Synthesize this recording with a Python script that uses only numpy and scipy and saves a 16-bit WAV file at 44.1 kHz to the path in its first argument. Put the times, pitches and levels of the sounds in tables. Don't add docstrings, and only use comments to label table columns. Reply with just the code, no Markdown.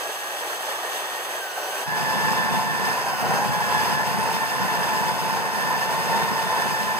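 import sys
import numpy as np
from scipy import signal
from scipy.fft import rfft, irfft, next_fast_len
from scipy.io import wavfile
from scipy.ndimage import uniform_filter1d

SR = 44100
rng = np.random.default_rng(int(sys.argv[2]) if len(sys.argv) > 2 else 0)


def materialize(psi):
    bounded = np.clip(np.atleast_2d(psi).T, -1, 1)
    quanta = np.round(bounded * 32767).astype(np.int16)
    wavfile.write(sys.argv[1], SR, quanta)


N = 308259
TIME_S = np.arange(N) / SR
FFT_SIZE = next_fast_len(N)
BINS_HZ = np.maximum(np.arange(FFT_SIZE // 2 + 1) * SR / FFT_SIZE, 1)
SIDE = np.array([[1], [-1]])

# (time [s], speed [rev/s])
MOTOR_SPEED = [(0, 412.4), (0.25, 423.3), (0.95, 431.5), (1.3, 431.3), (1.56, 352), (1.7, 379), (1.84, 401),
               (1.87, 429.5), (2.08, 434.2), (2.45, 439.2), (2.95, 440), (3.2, 357), (3.33, 394),
               (3.47, 422.5), (4.02, 433.2), (4.3, 447.8), (4.62, 438), (4.95, 435.5), (5.15, 440),
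               (5.4, 448.5), (5.7, 441), (5.87, 441), (6.0, 447), (6.24, 453.0), (6.6, 438.6),
               (6.99, 440.5)]
# (time [s], level [dB])
PRESSURE = [(0, 2), (0.08, 1), (0.17, -0.5), (0.35, 0.5), (0.43, 0.5), (0.5, 4), (0.57, 0), (0.7, 3),
            (0.78, 0.9), (0.97, 3.5), (1.08, 1.2), (1.36, 0.5), (1.54, -3.5), (1.58, 0.7), (1.68, 1),
            (1.83, 3), (1.855, -6.5), (1.92, -4), (1.98, -2), (2.18, 0), (2.33, 1.5), (2.39, -0.5),
            (2.59, 0), (2.66, -2), (2.87, 0.2), (3.04, -1.5), (3.195, -2), (3.22, 0), (3.36, 2),
            (3.48, -1.9), (3.68, 0.5), (3.76, 2), (3.87, 1.4), (3.98, -0.7), (4.22, 0), (4.35, 0.5),
            (4.44, -1.5), (4.8, 0.5), (5.2, -0.5), (5.4, 0.3), (5.49, -3), (5.68, 0), (6.03, -0.7),
            (6.14, 2), (6.235, 1.5), (6.26, -1), (6.45, -0.5), (6.62, 0.5), (6.92, -2.5), (6.99, 0)]
# (frequency [Hz], width [Hz], gain [dB])
BODY_RINGS = [(450.4, 11, 10), (735, 31, 0), (914, 29, 4.5)]
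# (frequency [Hz], in phase above [dB], antiphase above [dB], in phase front [dB], antiphase front [dB])
GEAR_CASE = [(1420, -11, -11, -5, 1), (1460, -3, -8, -3, -4), (1570, 4.5, 0, -3.5, -4),
             (1590, -2, -4, -2, -5), (1690, -7, 0, -6, -12), (1694, -15, -6, -8.5, 2),
             (1739, -23, -4, -1.5, 2), (1750, -22, 1, -5.5, 1.5), (1836, -18, -9, -14.5, -7),
             (1823, 3, -4, -16, 1), (1910, -9, -6, -20, -12)]
# (order [cycles/rev], level re hiss [dB])
WHINE_ORDERS = [(8, -14.5), (12, -23), (16, -23), (20, -29), (24, -30), (40, -17)]
# (frequency [Hz], width [Hz], gain above [dB], gain front [dB])
HOUSING_RINGS = [(3070, 160, 0, -1), (5200, 220, 0, 7), (5900, 200, 12, 0), (6480, 200, 7, 12),
                 (8880, 130, 0, 18), (10360, 120, 10, 0)]
# (frequency [Hz], gain [dB])
COLOUR_ABOVE = [(40.0, -20), (100.0, -14), (200.0, -7.5), (285.0, -17.5), (360.0, -8), (800.0, -1.5),
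                (1400.0, -7.5), (2200.0, -12), (4200.0, -17.5), (6500.0, -15), (10000.0, -17),
                (15000.0, -18)]
COLOUR_FRONT = [(40, -29), (80, -20), (105, -18.5), (150, -4), (205, -4), (300.0, -15.5), (420.0, -10.5),
                (800.0, -8), (1300.0, -19.5), (2200.0, -15.5), (3200, -21), (4200.0, -24.5),
                (7000.0, -24.5), (10500.0, -34.5), (15000.0, -28)]
# (frequency [Hz], width [Hz], gain [dB])
RINGS_ABOVE = [(580, 210, 1.5), (1210, 93, 2), (1400, 120, -4), (1676, 140, 3.5), (1844, 120, 7),
               (2100, 120, -5.5), (2200, 150, 1), (2840, 2400, 7), (5100, 150, 1.5), (6130, 190, 3.5),
               (7800, 220, 3), (8840, 400, 2.5), (10230, 140, 12), (15800, 500, 1)]
RINGS_FRONT = [(477, 100, 1.5), (705, 37, 5.5), (924, 250, 5), (1018, 164, 9), (1200, 47, -4.5),
               (1497, 750, 10.5), (1780, 57, 6.5), (1826, 110, 4.5), (2010, 84, 0.5), (2610, 290, 4.5),
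               (4850, 48, 7), (5100, 240, 12.5), (7050, 150, 2), (8800, 230, 10), (10740, 2400, 10.5),
               (15700, 350, 2.7)]
# (time [s], rumble gain [dB])
JUDDERS = [(2.25, 4), (2.54, 7), (3.235, 1.5), (3.5, 7), (3.95, 5), (4.61, 8), (6.32, 8)]
# (delay [s], gain [dB])
ECHOES = [(.0019, -26.5), (.0043, -69), (.0079, -24), (0.0136, -18.5)]
# (frequency [Hz], left phase lead [rad], coherence [0-1])
MIC_PAIR = [(300.0, 0.0, 0.95), (750.0, 0.0, 0.97), (1200.0, -0.9, 0.85), (1480, -1.4, 0.65),
            (1740, -3.95, 0.65), (2400.0, -4.6, 0.47), (3200.0, -8.3, 0.71), (3800.0, -9.0, 0.39),
            (4200.0, -12.57, 0.86), (4550.0, -12.57, 0.97), (5250.0, -15.71, 1.0), (5560.0, -15.71, 1.0),
            (6100.0, -18.85, 0.72), (6400.0, -18.85, 0.81), (7200.0, -22.0, 0.69), (8000.0, -26.5, 0.14),
            (8800.0, -27.0, 0.62), (9700.0, -24.8, 0.8), (10420.0, -21.99, 1.0), (11150.0, -21.99, 1.0),
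            (11550.0, -18.85, 0.58), (12200.0, -18.2, 0.45), (13000.0, -16.0, 0.41), (13700.0, -15.6, 0.66),
            (14300.0, -12.7, 0.38), (15200.0, -12.5, 0.5)]
# (frequency [Hz], left minus right [dB])
MIC_BALANCE = [(300, 4.5), (450, -2), (800, 1.9), (1100, -0.5), (1450, -5.5), (2200, -.5), (3300, 1.2),
               (5200, 0), (5700, 0), (8000, .6), (10300, 0), (15000, 0)]

# (above [dB], front [dB], slope with pressure [dB/dB])
ARMATURE_LEVEL = (-48, -32, 0.98)
GEAR_LEVEL = (-37, -31.5, 0.46)
RASP_LEVEL = (-32.5, -26, 0.88)
HISS_LEVEL = (-35, -32.5, 0.7)
RUMBLE_LEVEL = (-58.5, -32.5, 0.86)

MOVE_S = 1.85
MAINS_PULSE_HZ, FULL_SPEED_RPS = 120, 440
GEAR_RATIO = 10.2


def from_db(db):
    return 10 ** (np.asarray(db) / 20)


def unit_rms(x):
    return x / np.sqrt(np.mean(x ** 2) + 1e-20)


def at_samples(rows):
    return np.interp(TIME_S, *np.transpose(rows))


def at_bins(rows):
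    hz, *columns = np.transpose(rows)
    return [np.interp(np.log(BINS_HZ), np.log(hz), column) for column in columns]


def filtered(x, response):
    return irfft(rfft(x, FFT_SIZE) * response, FFT_SIZE)[..., :N]


def drift(rate_hz):
    hz = np.linspace(0, 500, 4097)
    slow = irfft(rfft(rng.standard_normal(8192)) / (1 + (hz / rate_hz) ** 2))
    return np.interp(TIME_S, np.arange(len(slow)) / 1000, unit_rms(slow))


def by_place(above, front):
    moved = np.clip((TIME_S - MOVE_S) / .02, 0, 1)
    return (1 - moved) * above + moved * front


def layer_db(level, pressure_db):
    above_db, front_db, slope = level
    return by_place(above_db, front_db) + slope * pressure_db


def resonate(x, rings):
    for hz, width_hz, db in rings:
        tuning = -2 * np.cos(2 * np.pi * hz / SR)
        damp, lift = np.pi * width_hz / SR, from_db(db / 2)
        x = signal.lfilter([1 + damp * lift, tuning, 1 - damp * lift],
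                           [1 + damp / lift, tuning, 1 - damp / lift], x)
    return x


def pickup(speed_rps, full_rps_per_s=180):
    acceleration = np.gradient(speed_rps) * SR
    return uniform_filter1d(np.clip(acceleration / full_rps_per_s, 0, 1), size=800)


def mains_throb(depth):
    return 1 + depth * np.cos(2 * np.pi * MAINS_PULSE_HZ * TIME_S)


def motor_order(phase, level_db, throb, sway_rad, rough):
    flutter = (1 + rough * (drift(13) + 1j * drift(72))) / np.sqrt(1 + 2 * rough ** 2)
    swayed = phase - sway_rad * np.sin(2 * np.pi * MAINS_PULSE_HZ * TIME_S)
    return np.sqrt(2) * from_db(level_db) * mains_throb(throb) * (flutter * np.exp(1j * swayed)).real


def motor_hum(angle, armature_db, gears_db):
    unbalance = motor_order(angle, armature_db - 18.5, throb=0.68, sway_rad=0.084, rough=0.051)
    wavering_db = armature_db - .8 - 1.25 * drift(11)
    armature = motor_order(2 * angle, wavering_db, throb=0.093, sway_rad=0.072, rough=0.16)
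    overtone_db = gears_db + by_place(-13, -12)
    overtone = motor_order(8 * angle, overtone_db, throb=0.11, sway_rad=0.46, rough=0.47)
    return resonate(unbalance + armature, BODY_RINGS) + overtone


def gear_whine(angle, level_db, strain, rattle_rad=1.3, rattle_db=5.5, right_bias_db=3):
    jitter = rattle_rad * strain * drift(150)
    mesh = motor_order(4 * angle + jitter, level_db + rattle_db * strain, throb=0.48,
                       sway_rad=by_place(-0.21, 0.12), rough=by_place(0.4, 0.35))
    above, front = [filtered(mesh, from_db(in_phase_db) + 1j * SIDE * from_db(antiphase_db))
                    for in_phase_db, antiphase_db in np.reshape(at_bins(GEAR_CASE), (2, 2, -1))]
    return by_place(above, front) * from_db(-SIDE * right_bias_db / 2)


def faint_whines(angle, level_db, waver_db=2.5, smear_rad=0.58):
    whine = 0
    for order, db in WHINE_ORDERS:
        gain = from_db(db + waver_db * drift(3.5))
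        phase = order * angle + smear_rad * drift(38) + rng.uniform(0, 2 * np.pi, (2, 1))
        whine += gain * np.sin(phase)
    above = resonate(whine, [(hz, width_hz, db) for hz, width_hz, db, _ in HOUSING_RINGS])
    front = resonate(whine, [(hz, width_hz, db) for hz, width_hz, _, db in HOUSING_RINGS])
    return from_db(level_db) * mains_throb(1.0) * by_place(above, front)


def grit(grains_per_s, spread_db):
    sizes = from_db(spread_db * np.minimum(rng.exponential(1, (2, N)), 5))
    signs = rng.choice([-1, 1], (2, N))
    cracks = rng.random((2, N)) < grains_per_s / SR
    return unit_rms(sizes * signs * cracks)


def through_casting(force, low_hz, high_hz):
    band = 1 / np.sqrt((1 + (low_hz / BINS_HZ) ** 12) * (1 + (BINS_HZ / high_hz) ** 12))
    above = filtered(resonate(force, RINGS_ABOVE), band * from_db(at_bins(COLOUR_ABOVE)[0]))
    front = filtered(resonate(force, RINGS_FRONT), band * from_db(at_bins(COLOUR_FRONT)[0]))
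    return by_place(unit_rms(above), unit_rms(front))


def paste_rasp(angle, level_db, strain, flutter_db=0.83):
    bite = 1 + 0.046 * np.cos(2 * angle / GEAR_RATIO)
    load = mains_throb(0.025) * bite * from_db(flutter_db * drift(41))
    scrape = through_casting(grit(grains_per_s=24000, spread_db=2) * load, low_hz=290, high_hz=2120)
    growl = through_casting(grit(grains_per_s=4100, spread_db=1) * load, low_hz=298, high_hz=880)
    return from_db(level_db) * (scrape + strain * from_db(by_place(-3, -4)) * growl)


def brush_hiss(level_db, flutter_db=0.86):
    crackle = grit(grains_per_s=8000, spread_db=2)
    air = 1.72 * rng.standard_normal((2, N))
    gain = from_db(level_db + flutter_db * drift(12))
    return gain * through_casting((crackle + air) * mains_throb(0.018), low_hz=2500, high_hz=18100)


def casting_rumble(angle, level_db, lead_rad=2.46, scatter=0.12):
    shudder, stray = through_casting(rng.standard_normal((2, N)), low_hz=25, high_hz=296)
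    hum = from_db(-11) * np.sin(2 * np.pi * MAINS_PULSE_HZ * TIME_S)
    wobble = from_db(-17 + 2.6 * drift(4.4)) * np.sin(2 * angle / GEAR_RATIO)
    shake = signal.hilbert(shudder + hum + wobble, FFT_SIZE)[:N]
    pair = (shake * np.exp(SIDE * 1j * lead_rad / 2)).real
    return from_db(level_db) * (pair + scatter * stray)


def shaking_db(strain, coast, judder_s=0.032, wear_db_per_s=-.5):
    torque_db = 2 * strain - 5 * coast
    judder_db = sum(db * np.exp(-((TIME_S - at_s) / judder_s) ** 2) for at_s, db in JUDDERS)
    wear_db = wear_db_per_s * (TIME_S - TIME_S.mean())
    return by_place(0, torque_db + judder_db + wear_db)


def reflect(x):
    echoes = sum(from_db(db) * np.exp(-2j * np.pi * BINS_HZ * delay_s) for delay_s, db in ECHOES)
    return filtered(x, 1 + echoes)


def microphones(direct, scattered):
    lead_rad, coherence = at_bins(MIC_PAIR)
    coherence = np.clip(coherence, 0, 1)
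    steer = np.exp(SIDE * 1j * lead_rad / 2) * from_db(SIDE * at_bins(MIC_BALANCE)[0] / 2)
    common = filtered(direct, steer * np.sqrt((1 + coherence) / 2))
    opposed = filtered(scattered, steer * np.sqrt((1 - coherence) / 2))
    return common + SIDE * opposed


def scene():
    speed_rps, pressure_db = at_samples(MOTOR_SPEED), at_samples(PRESSURE)
    angle = 2 * np.pi * np.cumsum(speed_rps * (1 + 0.001022 * drift(8.55))) / SR
    strain, coast = pickup(speed_rps), pickup(-speed_rps)
    surge = uniform_filter1d(pickup(speed_rps, full_rps_per_s=27) ** 6, size=4000)
    overspeed_rps = np.maximum(speed_rps - FULL_SPEED_RPS, 0)

    armature_db = layer_db(ARMATURE_LEVEL, pressure_db) + 1.0 * surge - 2.2 * coast ** 2
    gears_db = layer_db(GEAR_LEVEL, pressure_db) - 7.5 * surge - 4.5 * coast ** 2
    rasp_db = layer_db(RASP_LEVEL, pressure_db) + 0.03 * overspeed_rps + 1.0 * coast
    hiss_db = layer_db(HISS_LEVEL, pressure_db)
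    rumble_db = layer_db(RUMBLE_LEVEL, pressure_db) + shaking_db(strain, coast)

    grinding = paste_rasp(angle, rasp_db, strain) + brush_hiss(hiss_db)
    direct, scattered = reflect(grinding) + faint_whines(angle, hiss_db)
    heard = microphones(direct + motor_hum(angle, armature_db, gears_db), scattered)
    return heard + gear_whine(angle, gears_db, strain) + casting_rumble(angle, rumble_db)


def record(dry):
    return signal.sosfilt(signal.ellip(12, .1, 90, 15500, fs=SR, output="sos"), dry)


dry = scene()
out = record(dry)
materialize(out)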